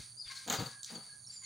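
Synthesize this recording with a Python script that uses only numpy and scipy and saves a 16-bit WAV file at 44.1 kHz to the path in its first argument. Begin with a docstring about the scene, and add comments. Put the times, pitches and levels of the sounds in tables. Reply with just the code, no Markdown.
"""Two roosters leap at each other in a sandy yard: a loud clash of wings, then a softer flap on landing.
Wing strokes push air and rub feathers; quills snap, feather tips flutter in trains of low puffs,
and claws scuff the grit and strike the paving. Small birds whistle, fowl call hoarsely far off,
an insect buzzes on the right and something drones low in the distance. Walls and paving reflect."""
import sys
import numpy as np
from scipy import signal
from scipy.fft import rfft, irfft
from scipy.io import wavfile

SR = 44100
rng = np.random.default_rng(int(sys.argv[2]) if len(sys.argv) > 2 else 0)


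def generate_wav(signal):
    """Clip the signal to [-1, 1] and save it as 16-bit WAV at the path in sys.argv[1]."""
    frames = np.transpose(np.atleast_2d(signal))
    scaled = np.clip(frames, -1, 1) * 32767
    pcm = np.round(scaled).astype(np.int16)
    wavfile.write(sys.argv[1], SR, pcm)


N = 63945
T = np.arange(N) / SR


def amp(db):
    """Decibels to gain."""
    return 10 ** (np.asarray(db) / 20)


def unit(x):
    """Scales to rms 1."""
    return x / np.sqrt(np.mean(x ** 2) + 1e-20)


def lookup(table, hz):
    """Interpolates on a log-frequency axis."""
    table_hz, values = np.transpose(table)
    return np.interp(np.log(hz + 1), np.log(table_hz + 1), values)


def colour(x, spectrum):
    """Filters by a table of (frequency [Hz], gain [dB])."""
    gain = amp(lookup(spectrum, np.fft.rfftfreq(2 * N, 1 / SR)))
    return irfft(rfft(x, 2 * N) * gain)[..., :N]


def noise(spectrum):
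    """Coloured noise, rms 1."""
    return unit(colour(rng.standard_normal(N), spectrum))


def wander(hz):
    """Random drift with a Gaussian roll-off at hz, rms 1."""
    lowpass = np.exp(-(np.fft.rfftfreq(N, 1 / SR) / hz) ** 2)
    return unit(irfft(rfft(rng.standard_normal(N)) * lowpass, N))


def grains(spectrum, per_s, spread_db):
    """Dense coloured clicks of uneven size, rms 1."""
    size = amp(spread_db * np.minimum(rng.exponential(1, N), 4))
    clicks = size * rng.choice([-1, 1], N) * (rng.random(N) < per_s / SR)
    return unit(colour(clicks, spectrum))


def swell(peak_s, rise_s, fall_s):
    """Gaussian rise, exponential decay."""
    return np.exp(-(np.minimum(T - peak_s, 0) / rise_s) ** 2 - np.maximum(T - peak_s, 0) / fall_s)


def swell_pair(events):
    """Two envelopes, one per level column; swells add in power."""
    return [np.sqrt(sum((amp(row[column]) * swell(*row[:3])) ** 2 for row in events))
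            for column in (3, 4)]


def gate(start_s, length_s, rise_s, fall_s):
    """Attack, hold, release."""
    attack = np.clip((T - start_s) / rise_s, 0, 1)
    release = np.clip((start_s + length_s - T) / fall_s, 0, 1)
    return np.sin(np.pi / 2 * attack * release)


# Yard decay (frequency [Hz], T60 [s])
YARD_T60 = [(150, 0.051), (450, 0.1), (1000, 0.38), (4500, 0.38), (12000, 0.22)]

def yard(x, wet_db):
    """Direct sound plus a short stereo tail scattered by walls and paving."""
    hz, age_s, bands = signal.stft(rng.standard_normal((3, SR // 2)), SR, nperseg=256)
    decay = amp(-60 * age_s / lookup(YARD_T60, hz)[:, None])
    tails = signal.istft(bands * decay, SR, nperseg=256)[1]
    stereo = tails[0] + 0.37 * tails[1:]
    stereo /= np.linalg.norm(stereo[0])
    return x + amp(wet_db) * signal.fftconvolve(x[None], stereo, axes=1)[:, :N]


# Early reflections (delay [s], gain [dB])
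REFLECTIONS = [(0.0042, -18), (0.0107, -21), (0.0214, -16.5)]

def echoes(x):
    """Direct sound plus first bounces off paving, barrel and wall."""
    return x + sum(amp(db) * np.pad(x, (round(delay_s * SR), 0))[:N] for delay_s, db in REFLECTIONS)


# Yard hiss (frequency [Hz], density [dB])
HISS_SPECTRUM = [(100, -32), (400, -6.5), (800, -6.5), (1500, -5), (2600, -24), (3500, -21), (4200, -2),
                 (5100, -9.5), (6500, 5.5), (8000, -6), (10000, 5.5), (11500, -56), (16000, -13.5)]
# Far drone (frequency [Hz], density [dB])
DRONE_SPECTRUM = [(20, -37), (60, -19), (95, -7.5), (120, 1.5), (150, -10.5), (220, -16.5), (400, -32.5),
                  (1500, -71)]
# Far bird chorus (frequency [Hz], density [dB])
CHORUS_SPECTRUM = [(3600, -45), (4200, -17), (4400, -2), (4520, 20.5), (4700, 7), (4950, -24), (5400, -57)]

def background():
    """Hiss, a low drone and a blur of distant birds, each wavering in level."""
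    hiss_gain = amp(-65 + wander(hz=19))
    centre = noise(HISS_SPECTRUM)
    sides = amp(-8.5) * np.array([noise(HISS_SPECTRUM), noise(HISS_SPECTRUM)])
    drone = amp(-67.5 + 1.2 * wander(hz=15)) * noise(DRONE_SPECTRUM)
    chorus = amp(-62.5 + 1.5 * wander(hz=40)) * noise(CHORUS_SPECTRUM)
    return hiss_gain * (centre + sides) + drone + chorus


# Insect resonance (frequency [Hz], density [dB])
INSECT_SPECTRUM = [(6500, -42), (8000, -30), (8700, -4), (9250, -1.5), (9850, -5.5), (10400, -25),
                   (10900, -58)]

def insect(pulse_hz=131.5, depth=0.42, level_db=-52.5, left_db=-23.5):
    """Rapid pulses of a high, noisy resonance, off to the right."""
    rate_hz = pulse_hz * (1 + 0.0069 * wander(hz=7.1))
    pulses = 1 + depth * np.cos(2 * np.pi * np.cumsum(rate_hz) / SR)
    right = unit(noise(INSECT_SPECTRUM) * pulses)
    left = unit(right + 1.6 * noise(INSECT_SPECTRUM) * pulses)
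    return amp(level_db) * np.array([amp(left_db) * left, right])


# Far fowl (start [s], length [s], pitch [Hz], harmonic 2 [dB], harmonic 3 [dB], harmonic 4 [dB])
FOWL_CALLS = [(0.0, 0.035, 537.5, -83, -61.5, -64), (0.298, 0.04, 529.7, -59, -51.5, -57.5),
              (0.352, 0.097, 533.5, -67, -61.5, -63.5), (0.658, 0.165, 557.7, -71, -57.5, -85),
              (1.08, 0.09, 558, -82, -65, -90), (1.418, 0.058, 528.4, -70.5, -69.5, -62)]

def fowl(start_s, length_s, hz, *harmonics_db, sag_hz_per_s=66, fade_db_per_s=44, roughness=0.63):
    """A hoarse far call that sags in pitch as it fades."""
    age_s = np.maximum(T - start_s, 0)
    pitch_hz = (hz - sag_hz_per_s * age_s) * (1 + 0.0192 * wander(hz=194))
    phase = 2 * np.pi * np.cumsum(pitch_hz) / SR
    voice = sum(amp(db) * np.sin(k * phase) * (1 + roughness * wander(hz=68.5))
                for k, db in enumerate(harmonics_db, 2))
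    return amp(-fade_db_per_s * age_s) * voice * gate(start_s, length_s, rise_s=0.0048, fall_s=0.028)


# Small birds (start [s], length [s], first pitch [Hz], middle pitch [Hz], last pitch [Hz], level [dB])
BIRD_CHIRPS = [(0.173, 0.022, 4450, 4900, 4970, -50), (0.194, 0.016, 5030, 4945, 4960, -40),
               (0.208, 0.022, 4750, 4590, 4160, -44), (0.241, 0.0407, 3654, 3554, 3290, -58),
               (0.278, 0.021, 4450, 4760, 4420, -47), (0.363, 0.017, 3980, 4255, 4000, -45.5),
               (0.57, 0.034, 4900, 4710, 4320, -42.5), (0.658, 0.0153, 4300, 4530, 3940, -43),
               (0.888, 0.03, 4720, 4655, 4700, -49.5), (0.945, 0.03, 4664, 4553, 4370, -46),
               (0.991, 0.11, 4453, 4585, 4390, -58.5), (1.082, 0.063, 4497, 4460, 4200, -56.5),
               (1.239, 0.016, 4200, 4355, 3660, -55.5), (1.269, 0.01, 5800, 5620, 5360, -46.5),
               (1.288, 0.0041, 5200, 5070, 4960, -62), (1.295, 0.02, 4400, 4710, 4350, -48),
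               (1.321, .028, 5770, 5350, 4800, -58), (1.348, .026, 4990, 5540, 5450, -64),
               (1.358, 0.025, 4685, 4740, 4620, -48.5), (1.444, 0.026, 4150, 4410, 4300, -46.5),
               (1.187, 0.11, 6760, 6800, 6680, -66), (1.301, 0.068, 7500, 7240, 7430, -57.5),
               (1.345, .1, 7230, 7000, 6900, -56), (1.434, 0.041, 7000, 6710, 6750, -48.5)]

def chirp(start_s, length_s, first_hz, middle_hz, last_hz, db):
    """A wavering whistle that curves through three pitches."""
    progress = np.clip((T - start_s) / length_s, 0, 1)
    parabola = np.polyfit([0, .5, 1], [first_hz, middle_hz, last_hz], 2)
    pitch_hz = np.polyval(parabola, progress) * (1 + 0.01186 * wander(hz=255))
    envelope = np.sqrt(2 * np.abs(np.sin(np.pi * progress)))
    shimmer = 1 + 0.2 * wander(hz=120)
    return amp(db) * envelope * shimmer * np.sin(2 * np.pi * np.cumsum(pitch_hz) / SR)


# Foot scuffs (peak time [s], rise [s], fall [s], grit level [dB], sand level [dB])
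FOOT_SCUFFS = [(0.021, 0.085, 0.054, -53.5, -60.5), (0.282, 0.021, 0.033, -57, -54),
               (0.321, 0.017, 0.013, -49.5, -51), (0.373, 0.034, 0.044, -49.5, -59),
               (0.45, 0.048, 0.027, -56.5, -62), (0.72, 0.028, 0.042, -57.5, -62.5),
               (0.841, 0.0048, 0.057, -51.5, -84), (0.904, 0.036, 0.045, -58.5, -57),
               (1.035, 0.0082, 0.11, -61, -69), (1.34, 0.043, 0.046, -60.5, -68),
               (1.445, 0.024, 0.022, -63, -64)]
# Crisp grit (frequency [Hz], density [dB])
GRIT_SPECTRUM = [(500, -56), (1400, -9.5), (2700, -30), (3400, -4.5), (4500, 7.5), (5300, 0.5), (6500, 1),
                 (7400, -2.5), (8500, -4.5), (11500, -27.5), (14000, -15), (16000, -23)]
# Dull sand (frequency [Hz], density [dB])
SAND_SPECTRUM = [(250, -64), (750, -11), (1100, -5.5), (1600, -0.5), (2250, 4), (2800, -1.5), (3500, 3),
                 (5000, 1), (10000, -47)]
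# Footfalls (peak time [s], rise [s], fall [s], level [dB])
FOOTFALLS = [(0.004, 0.009, 0.005, -38), (0.268, 0.012, 0.0092, -61)]
# Footfall thud (frequency [Hz], density [dB])
THUD_SPECTRUM = [(20, -27), (45, -1), (85, -3.5), (160, -24), (300, -28.5), (2000, -57)]

def feet():
    """Claws drag crisp grit and dull sand; weight lands with a soft thud."""
    grit_gain, sand_gain = swell_pair(FOOT_SCUFFS)
    thud_gain = sum(amp(db) * swell(*timing) for *timing, db in FOOTFALLS)
    grit = grains(GRIT_SPECTRUM, per_s=4700, spread_db=1)
    return grit_gain * grit + sand_gain * noise(SAND_SPECTRUM) + thud_gain * noise(THUD_SPECTRUM)


# Quills snapping (peak time [s], rise [s], fall [s], burst level [dB], ring [Hz], ring level [dB])
QUILL_SNAPS = [(0.4784, .0003, 0.0012, -39, 6900, -38), (0.5008, 0.002, 0.0025, -30.5, 6620, -28),
               (0.5115, 0.0007, 0.00062, -36, 6600, -48), (0.5276, 0.0039, 0.0023, -33, 6760, -34.5),
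               (0.5407, .001, 0.0013, -50, 6600, -41), (0.596, .001, 0.0013, -51, 6450, -46)]
# Quill burst (frequency [Hz], density [dB])
QUILL_SPECTRUM = [(800, -30), (2600, -19), (3300, 10.5), (4500, 3.5), (5400, -46), (7200, -10),
                  (8500, -6.5), (11500, -15.5), (14500, -2), (16000, -14)]
# Claws on paving (peak time [s], rise [s], fall [s], burst level [dB], ring [Hz], ring level [dB])
CLAW_STRIKES = [(0.636, .002, .003, -51, 6900, -52), (0.8321, .0002, .0011, -34.5, 7050, -36),
                (0.847, .0015, .0009, -42, 6250, -38), (0.8617, .0004, .001, -49, 6700, -46),
                (0.957, .002, .002, -52, 7000, -45)]
# Claw burst (frequency [Hz], density [dB])
CLAW_SPECTRUM = [(800, -30), (2700, -41), (3200, 7), (4500, 8), (5400, -11), (7200, 12), (8500, -19),
                 (11000, -16), (16000, -16)]

def crack(spectrum, peak_s, rise_s, fall_s, burst_db, ring_hz, ring_db, ring_width_hz=370):
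    """A quill snaps or a claw strikes: a noise burst with a narrow treble ring."""
    pitch_hz = ring_hz + ring_width_hz * wander(hz=936)
    ring = np.sqrt(2) * np.sin(2 * np.pi * np.cumsum(pitch_hz) / SR)
    return swell(peak_s, rise_s, fall_s) * (amp(burst_db) * noise(spectrum) + amp(ring_db) * ring)


# Tip flutters (start [s], length [s], puff rate [Hz], level [dB], colour [Hz], hollow re body [dB])
TIP_FLUTTERS = [(0.461, 0.12, 165, -54, 223, -3), (0.584, 0.058, 110, -38, 125, -8),
                (0.62, 0.077, 120, -47, 132, -14), (0.914, 0.089, 180, -50.5, 203.3, -7.5)]
# Puff body (frequency / colour [ratio], gain [dB])
BODY_SHAPE = [(.25, -34), (.55, 2), (.8, 9), (1.15, 17), (1.7, 3.5), (2.6, -29), (4, -5), (8, -41),
              (20, -75)]
# Cupped-wing overtone (frequency / colour [ratio], gain [dB])
HOLLOW_SHAPE = [(1, -37), (1.7, -30), (2.25, 1), (2.7, -14), (4, -16), (10, -59)]

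def flutter(start_s, length_s, rate_hz, db, colour_hz, hollow_db, jitter=0.2):
    """Feather tips shed an uneven train of low puffs, hollow where the wing is cupped."""
    cycles = np.cumsum(rate_hz * (1 + jitter * wander(hz=150.1))) / SR
    puffs = np.diff(np.floor(cycles), prepend=0) * (1 + 0.34 * wander(hz=98))
    puffs -= puffs.mean()
    body, hollow = [unit(colour(puffs, [(colour_hz * ratio, gain_db) for ratio, gain_db in shape]))
                    for shape in (BODY_SHAPE, HOLLOW_SHAPE)]
    envelope = gate(start_s, length_s, rise_s=0.0098, fall_s=0.036)
    return amp(db) * envelope * (body + amp(hollow_db) * hollow)


# Wing strokes (peak time [s], rise [s], fall [s], air level [dB], rustle level [dB])
WING_STROKES = [(0.484, 0.0079, 0.019, -41, -44.5), (0.506, 0.0064, 0.046, -35, -40.5),
                (0.545, 0.028, 0.019, -37.5, -37.5), (0.598, 0.0068, 0.036, -41, -45),
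                (0.67, 0.03, 0.022, -53, -50.5), (0.911, 0.013, .015, -57, -55),
                (0.941, 0.023, 0.061, -54, -57)]
# Rush of air (frequency [Hz], density [dB])
AIR_SPECTRUM = [(71, -22), (120, -10), (238, 5), (325, -15.5), (487, -1.5), (612, -9), (739, -1),
                (1050, -6.5), (1370, -4), (2260, -15), (3000, -14), (3900, -41), (6600, -120)]
# Feather rustle (frequency [Hz], density [dB])
RUSTLE_SPECTRUM = [(1500, -31), (2500, -22), (3700, -1.5), (4700, -3.5), (5300, -11), (6000, -6.5),
                   (6650, -2), (7400, -9), (8200, -14.5), (11300, -23.5), (14500, -16.5), (16000, -14.5)]

def wings():
    """Each stroke pushes a rush of air and rubs the feathers over one another."""
    air_gain, rustle_gain = swell_pair(WING_STROKES)
    air = grains(AIR_SPECTRUM, per_s=6000, spread_db=2)
    rustle = grains(RUSTLE_SPECTRUM, per_s=6000, spread_db=3)
    return air_gain * air + rustle_gain * rustle


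# Stereo balance (frequency [Hz], left minus right [dB])
STEREO_BALANCE = [(60, 0.5), (130, 3), (290, 4.5), (640, 4), (1410, 6.5), (3100, 3.5), (4600, 4.5),
                  (6800, -3.5), (15000, -7.5)]

def scene():
    """Fight, birds and background lean left, their top treble right; the insect sits right."""
    quills = sum(crack(QUILL_SPECTRUM, *row) for row in QUILL_SNAPS)
    claws = sum(crack(CLAW_SPECTRUM, *row) for row in CLAW_STRIKES)
    mix = yard(echoes(wings() + feet()) + quills + claws, wet_db=-7.5)
    mix += yard(sum(flutter(*row) for row in TIP_FLUTTERS), wet_db=-15)
    mix += yard(sum(chirp(*row) for row in BIRD_CHIRPS), wet_db=-6)
    mix += yard(sum(fowl(*row) for row in FOWL_CALLS), wet_db=-4)
    mix += background()
    left = colour(mix[0], [(hz, db / 2) for hz, db in STEREO_BALANCE])
    right = colour(mix[1], [(hz, -db / 2) for hz, db in STEREO_BALANCE])
    return np.array([left, right]) + insect()


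def record(dry):
    """Steep low-pass at 15.8 kHz."""
    lowpass = signal.firwin(511, 15800, window=("kaiser", 9), fs=SR)
    return signal.oaconvolve(dry, lowpass[None], "same")


dry = scene()
out = record(dry)
generate_wav(out)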